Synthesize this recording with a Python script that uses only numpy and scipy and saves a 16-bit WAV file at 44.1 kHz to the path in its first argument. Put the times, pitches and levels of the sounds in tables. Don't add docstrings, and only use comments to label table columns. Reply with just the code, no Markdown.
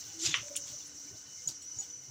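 import sys
import numpy as np
from scipy import signal
from scipy.fft import rfft, irfft
from scipy.io import wavfile

SR = 44100
rng = np.random.default_rng(int(sys.argv[2]) if len(sys.argv) > 2 else 0)


def dump_mix(stems):
    frames = np.atleast_2d(stems).T
    limited = np.clip(frames, -1, 1)
    pcm = np.round(limited * 32767).astype(np.int16)
    wavfile.write(sys.argv[1], SR, pcm)


def invert_db(x):
    u = np.asarray(x, float) / 20
    return 10 ** u


N = 92610
T = np.arange(N) / SR


def rms_one(x):
    return x / np.sqrt(np.mean(x ** 2) + 1e-20)


def drift(rate_hz):
    r = np.exp(-80 * np.pi * rate_hz / SR)
    noise = rng.standard_normal(N // 40 + 2002)
    slow = signal.lfilter([1], [1, -2 * r, r * r], noise)[2000:]
    return np.interp(np.arange(N) / 40, np.arange(len(slow)), rms_one(slow))


def colour(x, spectrum):
    points = np.array(spectrum)
    hz = np.fft.rfftfreq(N, 1 / SR) + 1
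    level_db = np.interp(np.log(hz), np.log(points[:, 0]), points[:, 1], left=-90, right=-90)
    return rms_one(irfft(rfft(x) * invert_db(level_db), N))


def grains(per_s, spread_db, wash):
    size = invert_db(spread_db * np.minimum(rng.exponential(1, N), 3)) * rng.choice([-1, 1], N)
    clicks = rms_one(size * (rng.random(N) < per_s / SR))
    return rms_one(clicks + wash * rng.standard_normal(N))


def resonate(x, hz, width_hz):
    r = np.exp(-np.pi * width_hz / SR)
    return signal.lfilter([1, 0, -1], [1, -2 * r * np.cos(2 * np.pi * hz / SR), r * r], x + 1e-18)


def pings(per_s, low_hz, high_hz, cycles, count):
    total = np.zeros(N)
    for hz in np.geomspace(low_hz, high_hz, count):
        width_hz = hz / cycles
        total += rms_one(resonate(grains(per_s / count, 3.5, 0), hz, width_hz)) * np.sqrt(width_hz)
    return rms_one(total)


def tones(rows, levels_db, rise, sag_db, wobble_db, wander):
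    out = np.zeros(N)
    phases = rng.random(len(rows))
    slip = wander * drift(19.5)
    for (start, length, hz), db, phase in zip(rows, levels_db, phases):
        u = (T - start) / length
        fade_db = -sag_db * np.clip(u, 0, 1) - 45 * np.clip(u - 0.85, 0, 4)
        shape = np.clip(u / rise, 0, 1) * invert_db(fade_db)
        out += invert_db(db + 3.5) * shape * np.sin(2 * np.pi * (hz * T + phase + slip))
    return out * invert_db(wobble_db * drift(60.0))


# time in seconds, level in dB, level of the deep part in dB.
POUR = [
    (0.185, -58, -3),
    (0.195, -43.5, -16),
    (0.265, -27, 1),
    (0.283, -34.5, 1),
    (0.334, -46, 12),
]
# pitch in Hz, level in dB per Hz.
SPLASH = [(240, -28), (400, -27), (1160, -21), (1310, -24.5), (3580, -5), (4050, -10.5), (6950, -2),
          (9040, -27), (16000, -36)]


def splash(rattle):
    time, level_db, depth_db = np.transpose(POUR)
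    fade_db = 187 * np.maximum(T - time[-1], 0)
    level = (T > time[0]) * invert_db(np.interp(T, time, level_db) - fade_db)
    bright = colour(rattle, SPLASH)
    deep = signal.sosfiltfilt(signal.butter(2, 4200, fs=SR, output="sos"), bright)
    return level * (bright - deep + deep * invert_db(np.interp(T, time, depth_db)))


# peak in seconds, rise in seconds, time to fall 60 dB in seconds.
SPRINKLES = [
    (.568, .014, .09),
    (1.486, .016, .13),
    (.685, .05, .3),
    (1.622, .005, .15),
    (1.83, .04, .2),
    (.08, .05, .3),
    (.556, .002, .07),
    (1.5, .02, .26),
]
SPRINKLE_DB = [-34.5, -38, -48.5, -53.5, -55.5, -52, -48, -57]
# pitch in Hz, level in dB per Hz.
FIRST_SPRINKLE = [(880, -47), (1500, -42), (3000, -1.5), (4590, -12), (6890, 3), (10700, -8.5),
                  (11900, -26), (15100, -12), (16000, -1)]
SECOND_SPRINKLE = [(290, -103), (500, -19), (919, -27), (1720, -26), (1900, -34), (2850, -24.5), (6610, -7),
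                   (10700, -29), (16000, -27)]
DRIZZLE = [(1470, -55), (2500, -15), (4390, 1), (4780, 7), (5860, -23), (7110, -11), (9000, -32),
           (11700, -54), (19800, -120)]


def sprinkles(rattle):
    out = np.zeros(N)
    tints = (FIRST_SPRINKLE, SECOND_SPRINKLE, SPLASH, FIRST_SPRINKLE, SPLASH, SPLASH, ECHO, DRIZZLE)
    for (peak, rise, t60), db, tint in zip(SPRINKLES, SPRINKLE_DB, tints):
        swell = np.clip(1 + (T - peak) / rise, 0, 1) ** 2
        decay = invert_db(-60 * np.maximum(T - peak, 0) / t60)
        out += invert_db(db) * np.where(T < peak, swell, decay) * colour(rattle, tint)
    return out


def rice():
    rattle = rms_one(pings(5000, 1200, 14000, 45.0, count=30) + 1.1 * rng.standard_normal(N))
    return splash(rattle) + sprinkles(rattle)


# start in seconds, low edge in Hz, high edge in Hz.
SMACKS = [(.3419, 1950, 3500), (.3418, 1050, 1950), (.3453, 1800, 3600), (.484, 3500, 4100),
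          (.5545, 2100, 3700), (.5644, 6400, 10800), (.2965, 3000, 8000), (.218, 6500, 10500),
          (.69, 3600, 5200), (.2595, 5000, 7800), (.2642, 3200, 7600), (.2785, 4500, 7600),
          (.2415, 2800, 7500), (1.4743, 5800, 7400), (1.4825, 5800, 8000), (1.4878, 5000, 8500),
          (1.4655, 5400, 6600), (1.8, 3800, 4800), (1.829, 2200, 4800), (1.618, 3900, 4700),
          (.5652, 6600, 10500), (.5588, 6200, 9000), (.484, 1400, 2600)]
SMACK_DB = [-5.5, -17, -19, -42, -31, -18.5, -28, -35, -43, -19, -22, -31, -32, -32, -31, -29, -38, -46,
            -46, -45, -22, -27, -36]
# pitch in Hz, level in dB per Hz.
ECHO = [(290, -54), (500, -13), (871, -27), (1090, -5.5), (1590, -10), (2900, 1), (4560, -21), (6050, -4),
        (7500, -20), (9750, -29), (16500, -120)]


def smacks():
    out = np.zeros(N)
    for (start, low_hz, high_hz), db in zip(SMACKS, SMACK_DB):
        click = np.full(N, 1e-18)
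        click[int(start * SR)] = invert_db(db + 17)
        out += signal.sosfilt(signal.butter(4, [low_hz, high_hz], "band", fs=SR, output="sos"), click)
    echo_db, gap_s, t60_s = -27.5, 0.002, 0.19
    age = T - SMACKS[0][0]
    tail = invert_db(echo_db - 60 * np.maximum(age, 0) / t60_s) * np.clip(age / gap_s, 0, 1) ** 2
    answer = pings(6000, 900, 5200, 20.0, count=20) + 1.3 * rng.standard_normal(N)
    return out + tail * colour(answer, ECHO)


# time in seconds, pitch in Hz, level in dB.
POCKETS = [
    [(0.14, 328, -75), (0.164, 327, -55.5), (0.232, 324.5, -51.5), (0.246, 357, -48.5), (0.276, 322, -62),
     (0.294, 328, -45), (0.304, 308, -55), (0.342, 298, -61), (0.35, 296, -76)],
    [(0.43, 577, -57), (0.444, 583, -60.5), (0.482, 584, -54), (0.49, 591, -82), (0.51, 577, -51.5),
     (0.644, 564, -73.5), (0.754, 602, -65), (0.78, 460, -85), (0.79, 440, -74)],
]


def pockets():
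    out = np.zeros(N)
    for time, hz, db in map(np.transpose, POCKETS):
        level = invert_db(np.interp(T, time, db, left=-120, right=-120) + 3)
        cycles = np.cumsum(np.interp(T, time, hz)) / SR
        out += level * np.sin(2 * np.pi * cycles)
    return out * invert_db(3 * drift(30.0))


# start in seconds, length in seconds, pitch in Hz.
TONES = [(1.786, .013, 6770), (1.8, .012, 6770), (1.812, .022, 6770), (1.79, .06, 7750), (1.622, .03, 7770),
         (1.616, .014, 4260), (1.62, .012, 6950), (1.655, .05, 5930), (1.71, .035, 5930),
         (1.885, .11, 5950), (.872, .012, 10400), (1.375, .06, 2120), (2.02, .05, 2110), (1.7, .07, 2990),
         (1.255, .1, 2990), (.81, .025, 3520), (.222, .02, 7350), (.232, .025, 1420), (1.474, .007, 6800),
         (1.482, .008, 6700), (1.49, .008, 5900), (1.473, .008, 11200), (1.456, .008, 5900),
         (.252, .02, 7150), (.262, .01, 3500), (.26, .008, 4900), (.197, .015, 4200), (.2, .01, 2950),
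         (.345, .035, 4880), (.349, .03, 5930), (.315, .02, 3530), (.305, .012, 6250), (.5705, .008, 7050),
         (.6, .005, 6800), (1.63, .035, 4290), (1.81, .05, 3000), (1.43, .03, 3000), (1.66, .06, 2110),
         (.06, .1, 2950), (.348, .014, 3050), (.62, .03, 2950), (1.95, .12, 5950)]
TONE_DB = [-36, -33, -48, -55, -52.5, -57, -45, -45, -45, -48, -56.5, -64.5, -69, -68, -64.5, -59, -39, -55,
           -23, -36, -42.5, -56.5, -48, -34, -39, -30, -49, -52, -54.5, -40, -41.5, -50, -36, -46, -70, -67,
           -70, -71, -66, -34.5, -66, -53.5]


def clinks():
    return tones(TONES, TONE_DB, rise=0.2, sag_db=4, wobble_db=2.2, wander=0.2)


# start in seconds, length in seconds, pitch in Hz.
GLUGS = [(.47, .1, 655), (1.04, .07, 288), (1.105, .03, 400), (1.79, .05, 800), (1.5, .04, 300),
         (.78, .24, 296), (.49, .06, 288), (1.41, .04, 505), (.24, .05, 605), (.56, .2, 290),
         (1.13, .04, 630), (1.47, .04, 910), (.06, .1, 800), (1.96, .1, 130)]
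GLUG_DB = [-66, -60, -58.5, -63, -64.5, -69, -60.5, -66.5, -62.5, -68.5, -65, -64, -66.5, -62]


def glugs():
    return tones(GLUGS, GLUG_DB, rise=0.25, sag_db=6.0, wobble_db=2.2, wander=0.07)


def patchy(x, patchy_db, together_db):
    spectrum = rfft(x)
    octave = 4 * np.log2(np.fft.rfftfreq(N, 1 / SR) + 1)
    shared_db = together_db * drift(4.7)
    out = np.zeros(N)
    for k in range(18, 58, 2):
        band = irfft(spectrum * np.clip(1 - abs(octave - k) / 2, 0, 1), N)
        out += band * invert_db(shared_db + patchy_db * drift(14.0))
    return out


# time in seconds, level in dB.
HEAT = [(0.0, -47), (0.38, -49.5), (0.68, -48), (0.85, -50.5), (1.69, -55), (1.8, -51.5), (2.1, -55)]
# pitch in Hz, level in dB per Hz.
HISS = [(2240, -94), (3800, -20), (4620, -15.5), (5010, -16), (5200, -10), (6160, -2), (6650, -7.5),
        (7430, -11.5), (9500, -38), (12400, -120), (20900, -120)]
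AIR = [(5290, -46), (9000, -2), (10600, -8), (13600, -9), (15100, 7), (16200, -19)]
# pitch in Hz, level in dB per Hz.
MURMUR = [(15, -69), (25, -32), (81, 3), (234, -5.5), (285, -6), (535, -8.5), (651, -11), (2290, -11.5),
          (4500, -19.5), (5850, -30), (9900, -120)]
# pitch in Hz, width in Hz, level in dB.
WHISTLES = [(5954, 30, -54.5), (5700, 20, -58), (6180, 77, -60), (5470, 120, -60.5), (6850, 300, -63.5),
            (2972, 87, -70.5), (2098, 42, -77.5), (1486, 59, -76), (287.6, 15, -72), (484.3, 11, -78.5)]


def simmer():
    heat_db = np.interp(T, *np.transpose(HEAT))
    swing_db = heat_db - heat_db.mean()
    air_db = -66.5 - heat_db.mean() - 4.0
    fizz = colour(grains(5500, 9, wash=1.3), HISS)
    fizz = fizz + invert_db(air_db) * colour(grains(2200, 9, wash=1.2), AIR)
    hiss = invert_db(heat_db - 1.0) * patchy(fizz, patchy_db=2.6, together_db=1.84)
    room = patchy(colour(rng.standard_normal(N), MURMUR), patchy_db=1.3, together_db=0.3)
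    murmur = invert_db(-64 + 0.64 * swing_db) * room
    whistles = np.zeros(N)
    for hz, width_hz, db in WHISTLES:
        line = rms_one(resonate(rng.standard_normal(N), hz, width_hz))
        whistles += invert_db(db + 1.52 * drift(3.3)) * line
    bubbles = invert_db(-72 + swing_db) * pings(130, 418, 4320, 50.0, count=12)
    return hiss + murmur + invert_db(0.24 * swing_db) * whistles + bubbles


# start in seconds, length in seconds, pitch in Hz.
THUDS = [(.04, .06, 110), (.242, .085, 133), (.35, .09, 112), (.69, .075, 122), (1.104, .05, 118),
         (1.458, .04, 135), (1.762, .022, 115), (2.075, .04, 125)]
THUD_DB = [-60.5, -47.5, -54.5, -59, -54, -53, -53, -52.5]
# pitch in Hz, level in dB per Hz.
SCUFF = [(88, 11), (150, -5), (367, 2.5), (503, -13.5), (805, -5), (1300, -16), (1690, -59), (2860, -120)]


def steps():
    scuff_db, lag_s, scuff_s = -9, 0.038, 0.042
    trail = np.zeros(N)
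    for (start, _, _), db in zip(THUDS, THUD_DB):
        trail += invert_db(db + scuff_db) * np.exp(-((T - start - lag_s) / scuff_s) ** 2)
    thuds = tones(THUDS, THUD_DB, rise=0.4, sag_db=3.0, wobble_db=2.0, wander=0.12)
    return thuds + trail * colour(rng.standard_normal(N), SCUFF)


def scene():
    return (rice() + smacks() + pockets() + clinks() + glugs() + simmer() + steps())[None]


def band_limit(x):
    return signal.sosfilt(signal.butter(12, 16820, fs=SR, output="sos"), x)


def record(dry):
    below_cutoff = np.fft.rfftfreq(N, 1 / SR) < 15930
    mix = irfft(rfft(dry) * below_cutoff, N)
    return band_limit(mix)


dry = scene()
out = record(dry)
dump_mix(out)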